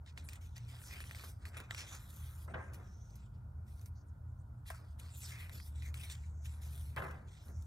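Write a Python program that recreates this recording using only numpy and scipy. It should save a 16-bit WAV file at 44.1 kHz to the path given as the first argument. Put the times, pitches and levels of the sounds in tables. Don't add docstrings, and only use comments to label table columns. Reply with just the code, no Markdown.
import sys
import numpy as np
from scipy import signal
from scipy.fft import rfft, irfft, next_fast_len
from scipy.io import wavfile
from scipy.ndimage import uniform_filter1d

SR = 44100
rng = np.random.default_rng(int(sys.argv[2]) if len(sys.argv) > 2 else 0)


def unload_audio(sound):
    columns = np.transpose(np.atleast_2d(sound))
    steps = np.round(np.clip(columns, -1, 1) * 32767)
    wavfile.write(sys.argv[1], SR, steps.astype(np.int16))


def level_to_linear(level):
    exponent = np.asarray(level, float) / 20
    return 10 ** exponent


N = 337806


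def evened(x):
    return x / np.sqrt(np.mean(abs(x) ** 2) + 1e-20)


def read(points, hz, column=1):
    columns = np.transpose(points)
    return np.interp(np.log(hz + 1), np.log(columns[0] + 1), columns[column])


def spectrum(points, hz):
    return evened(level_to_linear(read(points, hz)))


def follow(rows, t):
    s, *columns = np.transpose(rows)
    return [np.interp(t, s, c) for c in columns]


def coloured(x, gain_of_hz):
    size = next_fast_len(x.shape[-1])
    gain = gain_of_hz(np.fft.rfftfreq(size, 1 / SR))
    return irfft(rfft(x, size) * gain, size)[..., :x.shape[-1]]


def add(mix, s, sound):
    part = mix[round(s * SR):][:len(sound)]
    part += sound[:len(part)]


def slips(per_s, spread_db, clump_db, smooth_share):
    struck = rng.random(N) < per_s / SR
    size = level_to_linear(spread_db * np.minimum(rng.exponential(1, N), 4)) * struck
    clicks = evened(size * rng.choice([-1., 1.], N))
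    clumps = evened(uniform_filter1d(rng.standard_normal(N), size=500))
    grain = np.sqrt(1 - smooth_share) * clicks + np.sqrt(smooth_share) * rng.standard_normal(N)
    return evened(grain * level_to_linear(clump_db * clumps))


def shaped(drive, gain, patchy_db):
    hz, t, z = signal.stft(drive, SR, nperseg=256, noverlap=192)
    patches = rng.standard_normal(z.shape)
    patches = uniform_filter1d(patches, size=4, axis=0)
    patches = evened(uniform_filter1d(patches, size=50, axis=1))
    z = z * gain(hz[:, None], t) * level_to_linear(patchy_db * patches)
    return signal.istft(z, SR, nperseg=256, noverlap=192)[1][:N]


def swells(t, start, hold, level_db, rise_db_s, fall_db_s):
    drop_db = fall_db_s * np.maximum(t - start - hold, 0)
    onset = level_to_linear(level_db - rise_db_s * np.maximum(start - t, 0))
    return onset * np.maximum(level_to_linear(-drop_db), level_to_linear(-19.5 - drop_db / 3.84))


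def blended(gains, traits):
    total = np.sum(gains, axis=0)
    return [20 * np.log10(total), *(np.transpose(traits) @ np.array(gains) / total)]


# t/s, hold/s, level/dB, fine hiss/dB, squeak f/Hz
FLICKS = [(.063, 0.036, -64, -21, 3920), (.178, 0.003, -57, -15, 3900), (.289, 0.075, -63.5, -10, 8550),
          (.415, 0.044, -67, -3, 6360), (.562, 0.011, -58, -15, 5400), (1.005, 0.14, -63.5, -3.5, 11600),
          (1.457, 0.023, -62.5, -2.5, 4140), (1.57, 0.0054, -58, 8, 3460), (1.602, 0.0059, -72, 3, 3480),
          (1.711, 0.038, -60.5, -19, 3840), (2.735, 0.025, -68, -1, 6400), (3.158, 0.0073, -79, 25, 5900),
          (3.858, 0.018, -77, 9, 11300), (4.667, 0.029, -60, -1, 4300), (4.705, 0.072, -67.5, -2.5, 8000),
          (4.996, 0.0075, -60.5, 2, 9200), (5.52, 0.058, -61.5, -5, 12600), (5.825, 0.064, -63, -4, 6500),
          (5.943, 0.043, -60, -4, 8200), (6.0, 0.034, -60, -1, 8650), (6.035, 0.041, -60.5, -1, 3570),
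          (6.1, 0.018, -51, -7.5, 3660), (6.125, 0.02, -62, -11, 8400), (6.452, 0.013, -62, -0.5, 6550)]
# t/s, hold/s, level/dB, fine hiss/dB, squeak f/Hz
SLIDES = [(.2, 0.057, -78, -12, 4000), (.6, 0.078, -74.5, -15, 6000), (.69, 0.072, -62.5, -5.5, 4940),
          (.83, 0.016, -70, 5, 7000), (.865, 0.059, -60.5, -1, 5140), (1.16, 0.066, -59, -4.5, 4020),
          (1.24, 0.058, -62, 1.5, 5360), (1.42, .03, -71.5, -14, 3980), (1.78, 0.034, -48.5, -14, 5400),
          (1.885, 0.058, -55.5, -8.5, 6700), (2.0, 0.082, -72.5, 8.5, 8000), (2.1, 0.21, -69, 6, 6240),
          (2.33, 0.12, -73.5, 7.5, 6500), (2.8, 0.39, -79.5, -10, 6050), (3.2, 0.058, -76, -20, 7850),
          (3.68, 0.16, -76, 1.5, 5870), (4.78, 0.15, -79.5, -8, 4430), (5.03, 0.11, -68.5, -7.5, 4300),
          (5.15, 0.036, -67, 4, 7700), (5.22, 0.073, -58.5, -1, 7950), (5.6, 0.034, -72, 3, 8000),
          (5.64, 0.037, -70.5, 9.5, 8300), (5.76, 0.05, -68, -10, 8140), (6.17, 0.085, -77, -17, 7800),
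          (6.48, 0.047, -68.5, -8, 8000), (6.55, 0.03, -77.5, -6, 10900), (6.62, 0.14, -66.5, 3, 6400),
          (6.78, 0.13, -69.5, 1.5, 10500), (7.15, .06, -83, -16, 3500), (7.28, 0.13, -70.5, -14, 3900),
          (7.43, 0.074, -78, 9, 6300), (7.56, 0.11, -83, 3, 6040), (.49, 0.045, -83, -11, 4500),
          (1.495, 0.015, -80, 0, 10000), (1.548, .015, -89, 3, 11000), (1.72, 0.022, -69, 6, 11500),
          (1.965, .03, -73, -4, 7000), (6.22, .06, -80, -9, 8000), (.78, .04, -71, -5, 4500),
          (6.425, .02, -80, -2, 6500)]
# t/s, hold/s, level/dB, fine hiss/dB, squeak f/Hz
LIFTS = [
    (.93, 0.07, -64.5, -3, 4530),
    (1.55, 0.054, -66.5, -21, 3630),
    (2.5, 0.18, -78.5, -12, 6340),
    (3.35, 0.0072, -90, -13, 3500),
    (5.31, 0.042, -61.5, -3.5, 4070),
    (5.4, 0.044, -66, -0.5, 3840),
    (6.974, 0.019, -66, 0.5, 3560),
    (7.02, 0.1, -74.5, -3, 6300),
]


def touch(t):
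    kinds = (FLICKS, (1800, 550, 0.9)), (SLIDES, (850, 386, -2.1)), (LIFTS, (510, 224, 11.5))
    gains = [level_to_linear(-100 + 0 * t)]
    traits = [(-1, 7.5, 6000)]
    for table, (rise_db_s, fall_db_s, hollow_db) in kinds:
        for s, hold, level_db, hiss_db, squeak_hz in table:
            gains.append(swells(t, s, hold, level_db, rise_db_s, fall_db_s))
            traits.append((hiss_db, hollow_db, squeak_hz))
    return blended(gains, traits)


# f/Hz, density/dB per Hz
RUB_COLOUR = [(1200, -21), (2600, -17.5), (3400, 8), (4300, 0), (5800, 1), (7000, 0), (8600, -0.5),
              (9500, -19), (11000, -37)]
# f/Hz, density/dB per Hz
HISS_COLOUR = [(7500, -14), (9000, 2.5), (10300, 5), (12000, 5.5), (13800, 1.5), (15500, -3.5),
               (17000, -29)]
# f/Hz, density/dB per Hz
HOLLOW_COLOUR = [(900, -38), (1500, -3), (2050, 6.5), (2500, 6), (2800, 3.5), (3150, -3.5), (3900, -62)]


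def fingers():
    def gain(hz, t):
        level_db, hiss_db, hollow_db, squeak_hz = touch(t)
        drift = abs(np.gradient(np.log(squeak_hz), t))
        steady = np.exp(-drift / 4.4) * np.clip((level_db + 92) / 8, 0, 1)
        squeak = level_to_linear(6.7 * steady * np.exp(-(np.log(hz / squeak_hz + 1e-9) / 0.096) ** 2))
        body = spectrum(RUB_COLOUR, hz) + spectrum(HISS_COLOUR, hz) * level_to_linear(hiss_db)
        hollow = spectrum(HOLLOW_COLOUR, hz) * level_to_linear(hollow_db - 6.5)
        return level_to_linear(level_db) * (body * squeak * level_to_linear(-4.0) + hollow)
    return shaped(slips(per_s=3000, spread_db=4.5, clump_db=1.3, smooth_share=.55), gain, patchy_db=2.6)


# t/s, hold/s, level/dB, depth/dB
BENDS = [(0.183, 0.21, -74, -0.5), (0.726, 0.16, -70.5, -2), (0.927, 0.37, -69.5, 1),
         (1.454, 0.0051, -62, -1), (1.566, 0.038, -58.5, -1), (1.72, .005, -59, -3.5),
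         (1.801, 0.045, -62.5, -4.5), (1.923, 0.022, -58.5, -5), (2.007, 0.43, -75.5, -4),
         (2.501, 0.058, -65, 11), (2.675, 0.14, -70.5, 6), (2.793, 0.12, -76.5, 4.5),
         (4.717, 0.028, -61.5, -12.5), (4.795, 0.045, -76.5, 10.5), (5.017, 0.07, -73.5, -2),
         (5.237, 0.23, -68.5, -4.5), (5.542, 0.044, -76, 7), (5.882, 0.29, -74.5, -1.5),
         (6.53, 0.29, -75.5, -1), (6.988, 0.06, -60, 4), (7.116, 0.12, -75, 8), (7.49, 0.017, -69, 8)]
# f/Hz, density/dB per Hz
SHEET_COLOUR = [(500, -97), (750, 2), (1050, 7), (1400, 11), (1750, 3.5), (2300, 0.5), (3200, -33)]
# f/Hz, density/dB per Hz
DEPTH_COLOUR = [(150, 11.5), (220, 17.5), (300, 17.5), (400, 3), (600, 11), (750, 10), (1000, -76)]


def bending(t):
    gains = [swells(t, s, hold, level_db, rise_db_s=400, fall_db_s=330) for s, hold, level_db, _ in BENDS]
    flat = level_to_linear(-83.5 + 0 * t)
    return blended(gains + [flat], [row[3:] for row in BENDS] + [(11.45,)])


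def sheet():
    def gain(hz, t):
        level_db, depth_db = bending(t)
        return level_to_linear(level_db) * (spectrum(SHEET_COLOUR, hz) + spectrum(DEPTH_COLOUR, hz) * level_to_linear(depth_db))
    return shaped(slips(per_s=3000, spread_db=2.5, clump_db=.8, smooth_share=.6), gain, patchy_db=1.5)


# t/s, length/s, level/dB, from f/Hz, to f/Hz
SWEEPS = [(0.239, 0.07, -64.5, 10600, 7000), (0.794, 0.14, -65, 11300, 4100),
          (2.5, 0.27, -79.5, 6400, 6400), (2.83, 0.38, -69.5, 5800, 6160), (3.943, 0.097, -77, 4400, 5600),
          (3.95, 0.074, -74.5, 6300, 6300), (4.74, 0.08, -69, 4500, 4600), (4.06, .05, -83, 11600, 5700),
          (4.28, .05, -88, 7500, 6500), (4.57, .05, -87, 7500, 8700), (3.32, 0.046, -80.5, 3200, 5200),
          (4.75, 0.021, -65, 8500, 6500), (4.375, 0.05, -82, 5900, 7100), (4.385, 0.043, -82, 8500, 8500),
          (5.225, 0.075, -56, 6600, 3500), (5.0, 0.115, -68, 4500, 4300), (5.39, 0.074, -66, 12000, 12000),
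          (5.52, .065, -63, 12000, 12500), (5.25, 0.054, -66, 12500, 13000), (6.095, .055, -58, 8300, 8400),
          (7.49, .13, -77, 5900, 5900), (2.47, 0.077, -74, 8600, 9000), (2.6, 0.085, -77, 9200, 9300),
          (6.5, 0.09, -69, 10800, 10600), (5.165, 0.053, -58, 14000, 10400), (5.1, 0.15, -59, 8100, 6700),
          (5.21, 0.057, -51.5, 8200, 8200), (6.253, 0.35, -75, 7600, 5500), (7.33, 0.41, -73.5, 5200, 7700),
          (5.555, 0.11, -60, 4300, 5500)]


def gap_whistle():
    def gain(hz, t):
        out = np.zeros((len(hz), len(t)))
        for start, length, level_db, from_hz, to_hz in SWEEPS:
            on = (t > start) & (t < start + length)
            u = (t[on] - start) / length
            glide = np.log2(to_hz / from_hz)
            width_octaves = .14 + 0.3 * abs(glide)
            offset = np.log2(hz / from_hz + 1e-9) - glide * u
            band = np.exp(-(offset / width_octaves) ** 2)
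            out[:, on] += level_to_linear(level_db + 9.0) * np.sqrt(np.sin(np.pi * u)) * band
        return out
    return shaped(slips(per_s=3000, spread_db=3.0, clump_db=1.5, smooth_share=.7), gain, patchy_db=2.0)


def dip_ahead(times, depth, hold_s):
    ahead = np.append(np.sort(times), np.inf)
    t = np.arange(N) / SR
    wait = ahead[np.searchsorted(ahead, t)] - t
    return 1 - depth * np.exp(-(wait / hold_s) ** 2)


# t/s, peak level/dB, ring f/Hz, treble/dB
KNOCKS = [(.062, -59, 3860, -15), (1.004, -42.5, 1950, -2), (1.04, -50, 2000, -8), (1.1108, -43, 1900, -6),
          (1.148, -45, 2210, -8), (1.4537, -43.5, 1910, -3.5), (1.569, -46, 1830, -6),
          (1.6016, -39.5, 1550, -1.5), (1.7092, -32.5, 1950, -11), (5.9423, -42.5, 2230, 1),
          (6.963, -48.5, 2200, 7)]
# t/s, peak level/dB, ring f/Hz, treble/dB
CRACKS = [(.1761, -43, 2220, -5), (0.2882, -42, 2370, -0.5), (0.9596, -56, 1770, -8),
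          (1.0949, -49.5, 2140, -6), (1.1956, -48, 2100, -8), (1.9505, -51, 2080, 6), (2.735, -57, 1500, 7),
          (3.1558, -59.5, 6040, 5), (3.859, -57, 6300, 8.5), (4.702, -48.5, 1840, 7),
          (5.3931, -54, 3570, -8), (5.495, -46, 1870, -4), (5.5297, -58, 2200, -6),
          (6.036, -46.5, 3500, -4), (7.1106, -53, 1600, 0)]
# t/s, peak level/dB, ring f/Hz, treble/dB
SHORT_SNAPS = [(.567, -49.5, 4660, -3), (.58, -50.5, 6400, -3), (7.623, -65, 6000, 12.5),
               (0.3325, -53, 2110, 10.5), (.3566, -55, 2100, 5), (1.7472, -40, 2250, -2),
               (1.7025, -56, 2200, -15), (7.483, -65, 4100, 9), (4.659, -58, 2000, -10), (1.872, -54, 3500, -5),
               (2.7447, -54.5, 2080, 8.5), (3.8137, -60.5, 6200, 7), (5.8224, -51, 2070, -7),
               (5.6, -47.5, 2100, -12), (6.1, -44, 3450, -7), (6.458, -52.5, 2550, -15), (.741, -58, 1500, -10),
               (.817, -54, 1900, -12), (.8394, -55, 1400, -5), (.925, -51, 2100, -9), (0.91, -46.5, 2100, -7),
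               (1.545, -49.5, 1670, -11.5), (1.7865, -53, 5800, -7), (1.7, -62, 1600, -5), (5.5533, -57, 4800, 2),
               (6.042, -53, 2200, -4), (6.111, -60, 2100, -12), (7.083, -61, 1400, -15), (.6492, -64, 4200, -5),
               (.6836, -62, 4800, 3), (1.1, -59, 4500, 0), (1.7068, -53, 7500, -7), (1.7452, -57, 3940, 0),
               (5.1605, -59, 6000, 3), (5.2173, -60, 7500, 0), (5.6723, -62, 5300, -1), (5.7566, -70, 5700, 0),
               (2.5425, -52, 1300, -16), (7.022, -48, 1500, -20), (6.153, -57, 4000, 0), (7.438, -63, 1500, -10),
               (3.105, -66, 4600, 0), (3.795, -63, 4500, 3)]


def snaps():
    out, t = np.zeros(N), np.arange(3000) / SR
    bright = signal.butter(1, [2500, 14000], "band", fs=SR, output="sos")
    body = signal.butter(2, 5500, fs=SR, output="sos")
    low = signal.butter(2, [550, 3200], "band", fs=SR, output="sos")
    crack = level_to_linear(-60 * t / .004) * np.minimum(t / .0001, 1)
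    ring_fade = level_to_linear(8.0 - 60 * t / 0.006) * np.minimum(t / .0004, 1)
    echo = round(0.005 * SR)
    kinds = (KNOCKS, (3, 0.012)), (CRACKS, (-0.85, 0.047)), (SHORT_SNAPS, (0, 0.031))
    rows = [(*row, *kind) for table, kind in kinds for row in table]
    for s, peak_db, hz, treble_db, low_db, tail_s in rows:
        noise = rng.standard_normal(len(t))
        fade = crack + 0.39 * level_to_linear(-60 * t / tail_s) * np.minimum(t / 0.0026, 1)
        ring = (np.sin(2 * np.pi * hz * t) + .3 * np.sin(4 * np.pi * hz * t)) * ring_fade
        ring = ring + level_to_linear(-23.0) * np.roll(ring, echo)
        knock = 2.06 * level_to_linear(low_db) * signal.sosfilt(low, noise[::-1] * fade)
        click = 0.42 * (t == t[3])
        sharp = signal.sosfilt(bright, noise * fade + click)
        dull = signal.sosfilt(body, sharp)
        add(out, s, level_to_linear(peak_db) * (dull + level_to_linear(treble_db) * (sharp - dull) + ring + knock))
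    return out


# t/s, peak level/dB, rise/s, tail/s, lowest f/Hz
FLOPS = [
    (1.236, -35, 0.003, 0.046, 450),
    (2.477, -33.5, 0.0079, 0.063, 150),
    (2.537, -32, 0.0065, 0.44, 180),
    (4.702, -30.5, 0.002, 0.042, 570),
    (6.963, -28.5, 0.013, 0.45, 171),
    (7.019, -31, .0015, 0.033, 900),
    (2.542, -30.5, 0.0033, 0.05, 500),
    (7.016, -40, 0.004, 0.56, 198),
]
# f/Hz, density/dB per Hz
FLOP_COLOUR = [(150, 7), (230, -12), (400, -8), (700, -5.5), (1100, -3), (1700, -3.5), (2200, -6.5),
               (2900, -13), (3600, -18.5), (4500, -34), (6500, -79)]
# f/Hz, width/Hz, level/dB
SHEET_RINGS = [(393, 20, 14), (516, 24, 10), (653, 21, 8), (1050, 35, 7.5), (1300, 40, 3.5), (1600, 39, 10),
               (1706, 30, 2), (2025, 50, 10)]


def flops():
    def gain(hz):
        rings_db = sum(db / (1 + (2 * (hz - f) / w) ** 2) for f, w, db in SHEET_RINGS)
        return level_to_linear(read(FLOP_COLOUR, hz) + rings_db)
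    out, t = np.zeros(N), np.arange(16000) / SR
    crackle = slips(per_s=4000, spread_db=2.5, clump_db=.7, smooth_share=.6)
    crackle = evened(coloured(crackle, gain))
    dull = signal.sosfilt(signal.butter(3, 2200, fs=SR, output="sos"), crackle)
    treble = crackle - dull
    for s, peak_db, rise_s, tail_s, lowest_hz in FLOPS:
        at = slice(round(s * SR), round(s * SR) + len(t))
        treble_fade = level_to_linear(-60 * t / (0.26 * tail_s)) + 0.22 * level_to_linear(-60 * t / (0.92 * tail_s))
        treble_gain = 1.22 * level_to_linear(peak_db + 29)
        burst = dull[at] * level_to_linear(-60 * t / tail_s) + treble_gain * treble[at] * treble_fade
        burst = signal.sosfilt(signal.butter(3, lowest_hz, "high", fs=SR, output="sos"), burst)
        add(out, s, level_to_linear(peak_db - 6.5) * burst * np.minimum(t / rise_s, 1))
    return out


# f/Hz, level/dB, t60/s
STACK = [(652, -2.5, 0.11), (684, 0, 0.047), (1070, -13, .026), (1320, -8, 0.028), (1650, -4, 0.045)]


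def tap():
    out, t = np.zeros(N), np.arange(4000) / SR
    ring = sum(level_to_linear(db - 60 * t / t60) * np.sin(2 * np.pi * hz * t) for hz, db, t60 in STACK)
    add(out, 4.702, level_to_linear(-47.5) * ring * np.minimum(t / 0.0037, 1))
    return out


def scattered(x, t60_s, turns_per_s):
    at = np.arange(20, 8000, 20) + rng.integers(0, 20, (3, 399))
    echoes = rng.choice([-1., 1.], at.shape) * level_to_linear(-60 * at / SR / t60_s)
    tails = np.zeros((3, 8100))
    np.put_along_axis(tails, at, echoes, axis=1)
    turn = 2 * np.pi * (turns_per_s * np.arange(N) / SR + np.arange(3)[:, None] / 3)
    fed = x * np.cos(turn) * np.sqrt(2 / 3)
    return signal.oaconvolve(fed, tails / np.linalg.norm(tails[0]), axes=1)[:, :N].sum(0)


# t/s, level/dB
RUMBLE = [(0.0, -50.5), (0.1, -54), (0.21, -48.5), (1.2, -49.5), (2.05, -51.5), (2.13, -49), (3.6, -47),
          (3.99, -50), (4.3, -49.5), (4.9, -49), (5.6, -49.5), (7.0, -50), (7.4, -51.5), (7.6, -45),
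          (7.66, -48)]
# f/Hz, density/dB per Hz
RUMBLE_COLOUR = [(13, -55), (22, -29), (31, -28), (48, -2.5), (64, -0.5), (81, -2), (125, -6.5), (134, -10),
                 (146, -21.5), (167, -16), (183, -16.5), (216, -22.5), (242, -34.5), (260, -28), (340, -82),
                 (570, -120)]
# f/Hz, width/Hz, level/dB
TONES = [(55.7, 3.7, -67.5), (76.9, 3.7, -55), (85.04, 5.1, -54), (101.6, 0.89, -62), (118.9, 6.9, -55.5),
         (150, 7.4, -69.5), (210.4, 10, -76), (286, 1.2, -79)]
# t/s, tone level/dB, overtone level/dB re tone
MOTOR = [
    (5.1, -65, -20),
    (5.5, -52, -28),
    (5.9, -46, -25),
    (6.3, -49, -15.5),
    (7.0, -46, -13.5),
    (7.2, -59, -6.5),
]
# f/Hz, density/dB per Hz
AIR_COLOUR = [(140, -15.5), (240, -1.5), (476, -24.5), (929, -4.5), (1170, -13), (1440, -6.5),
              (1750, -30.5), (2200, -43), (2570, -34), (3660, -32.5), (4210, -33.5), (6090, -33),
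              (7260, -33.5), (15600, -33), (16400, -65)]


def room_tone():
    def modes(hz):
        return sum(level_to_linear(db) * np.sqrt(2 * SR / np.pi / w) / (1 + (2 * (hz - f) / w) ** 2) for f, w, db in TONES)
    t = np.arange(N) / SR
    noise = rng.standard_normal((3, 2, N))
    rumble = level_to_linear(-52.0) * evened(coloured(noise[0], lambda hz: level_to_linear(read(RUMBLE_COLOUR, hz))))
    lines = coloured(noise[1], modes)
    swell = level_to_linear(follow(RUMBLE, t)[0] + 47.5)
    tone_db, overtone_db = follow(MOTOR, t)
    turn = 2 * np.pi * 75.2 * t
    motor = np.sqrt(2) * level_to_linear(tone_db) * (np.sin(turn) + level_to_linear(overtone_db) * np.sin(2 * turn))
    air = level_to_linear(-72) * evened(coloured(noise[2], lambda hz: level_to_linear(read(AIR_COLOUR, hz))))
    return (rumble + lines) * swell + motor + air * level_to_linear(np.array([[-1.5], [3.0]]))


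def scene():
    releases = [row[0] for row in [*KNOCKS, *FLOPS]]
    sliding = (fingers() + sheet() + gap_whistle()) * dip_ahead(releases, depth=.5, hold_s=.012)
    sheets = flops()
    paper = sliding + snaps() + sheets + tap()
    near = paper + level_to_linear(-14.5) * scattered(paper, t60_s=0.058, turns_per_s=5.3)
    spread = level_to_linear(-1.2) * paper + level_to_linear(-11.0) * sheets
    apart = scattered(spread, t60_s=.02, turns_per_s=11)
    return np.array([near, apart]) + room_tone()


def low_pass(x):
    return signal.sosfilt(signal.butter(12, 16360, fs=SR, output="sos"), x)


# f/Hz, likeness/0-1, left lead/rad, left-right level/dB
PORTS = [(40, .999, 0, 0), (95, .998, 0, 0), (140, .98, 0, -.5), (330, .7, 0, -.5), (700, .46, 0, 2),
         (1400, .44, 0, -.5), (1720, .65, -.6, .5), (2070, .74, -1.5, 1), (2500, .72, -3.0, 1.5),
         (3050, .66, -4.05, -1), (3450, .85, -4.8, 0), (4130, .77, -5.8, -1), (4800, .87, -5.9, -1),
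         (5800, .82, -6.0, -2), (6900, .8, -5.3, -1), (8200, .92, -5.95, 0), (11000, .88, -6.65, 0),
         (15500, .8, -6.9, 0)]


def record(dry):
    def port(side, shared, stretch=1):
        def gain(hz):
            hz = hz * stretch
            same = read(PORTS, hz)
            share = np.sqrt((1 + same) / 2) if shared else side * np.sqrt((1 - same) / 2)
            phase = np.exp(.5j * side * read(PORTS, hz, column=2))
            return share * phase * level_to_linear(.5 * side * read(PORTS, hz, column=3))
        return gain
    sway = uniform_filter1d(rng.standard_normal(N), size=round(.12 * SR))
    sway = evened(uniform_filter1d(sway, size=2000))
    place = .5 + .5 * np.tanh(sway)
    pair = []
    for side in (1, -1):
        one_way = coloured(dry[0], port(side, True, 1.09))
        other_way = coloured(dry[0], port(side, True, .91))
        differing = coloured(dry[1], port(side, False))
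        pair.append(place * one_way + (1 - place) * other_way + differing)
    pair = coloured(np.array(pair), lambda hz: hz < 15860)
    return low_pass(pair)


dry = scene()
out = record(dry)
unload_audio(out)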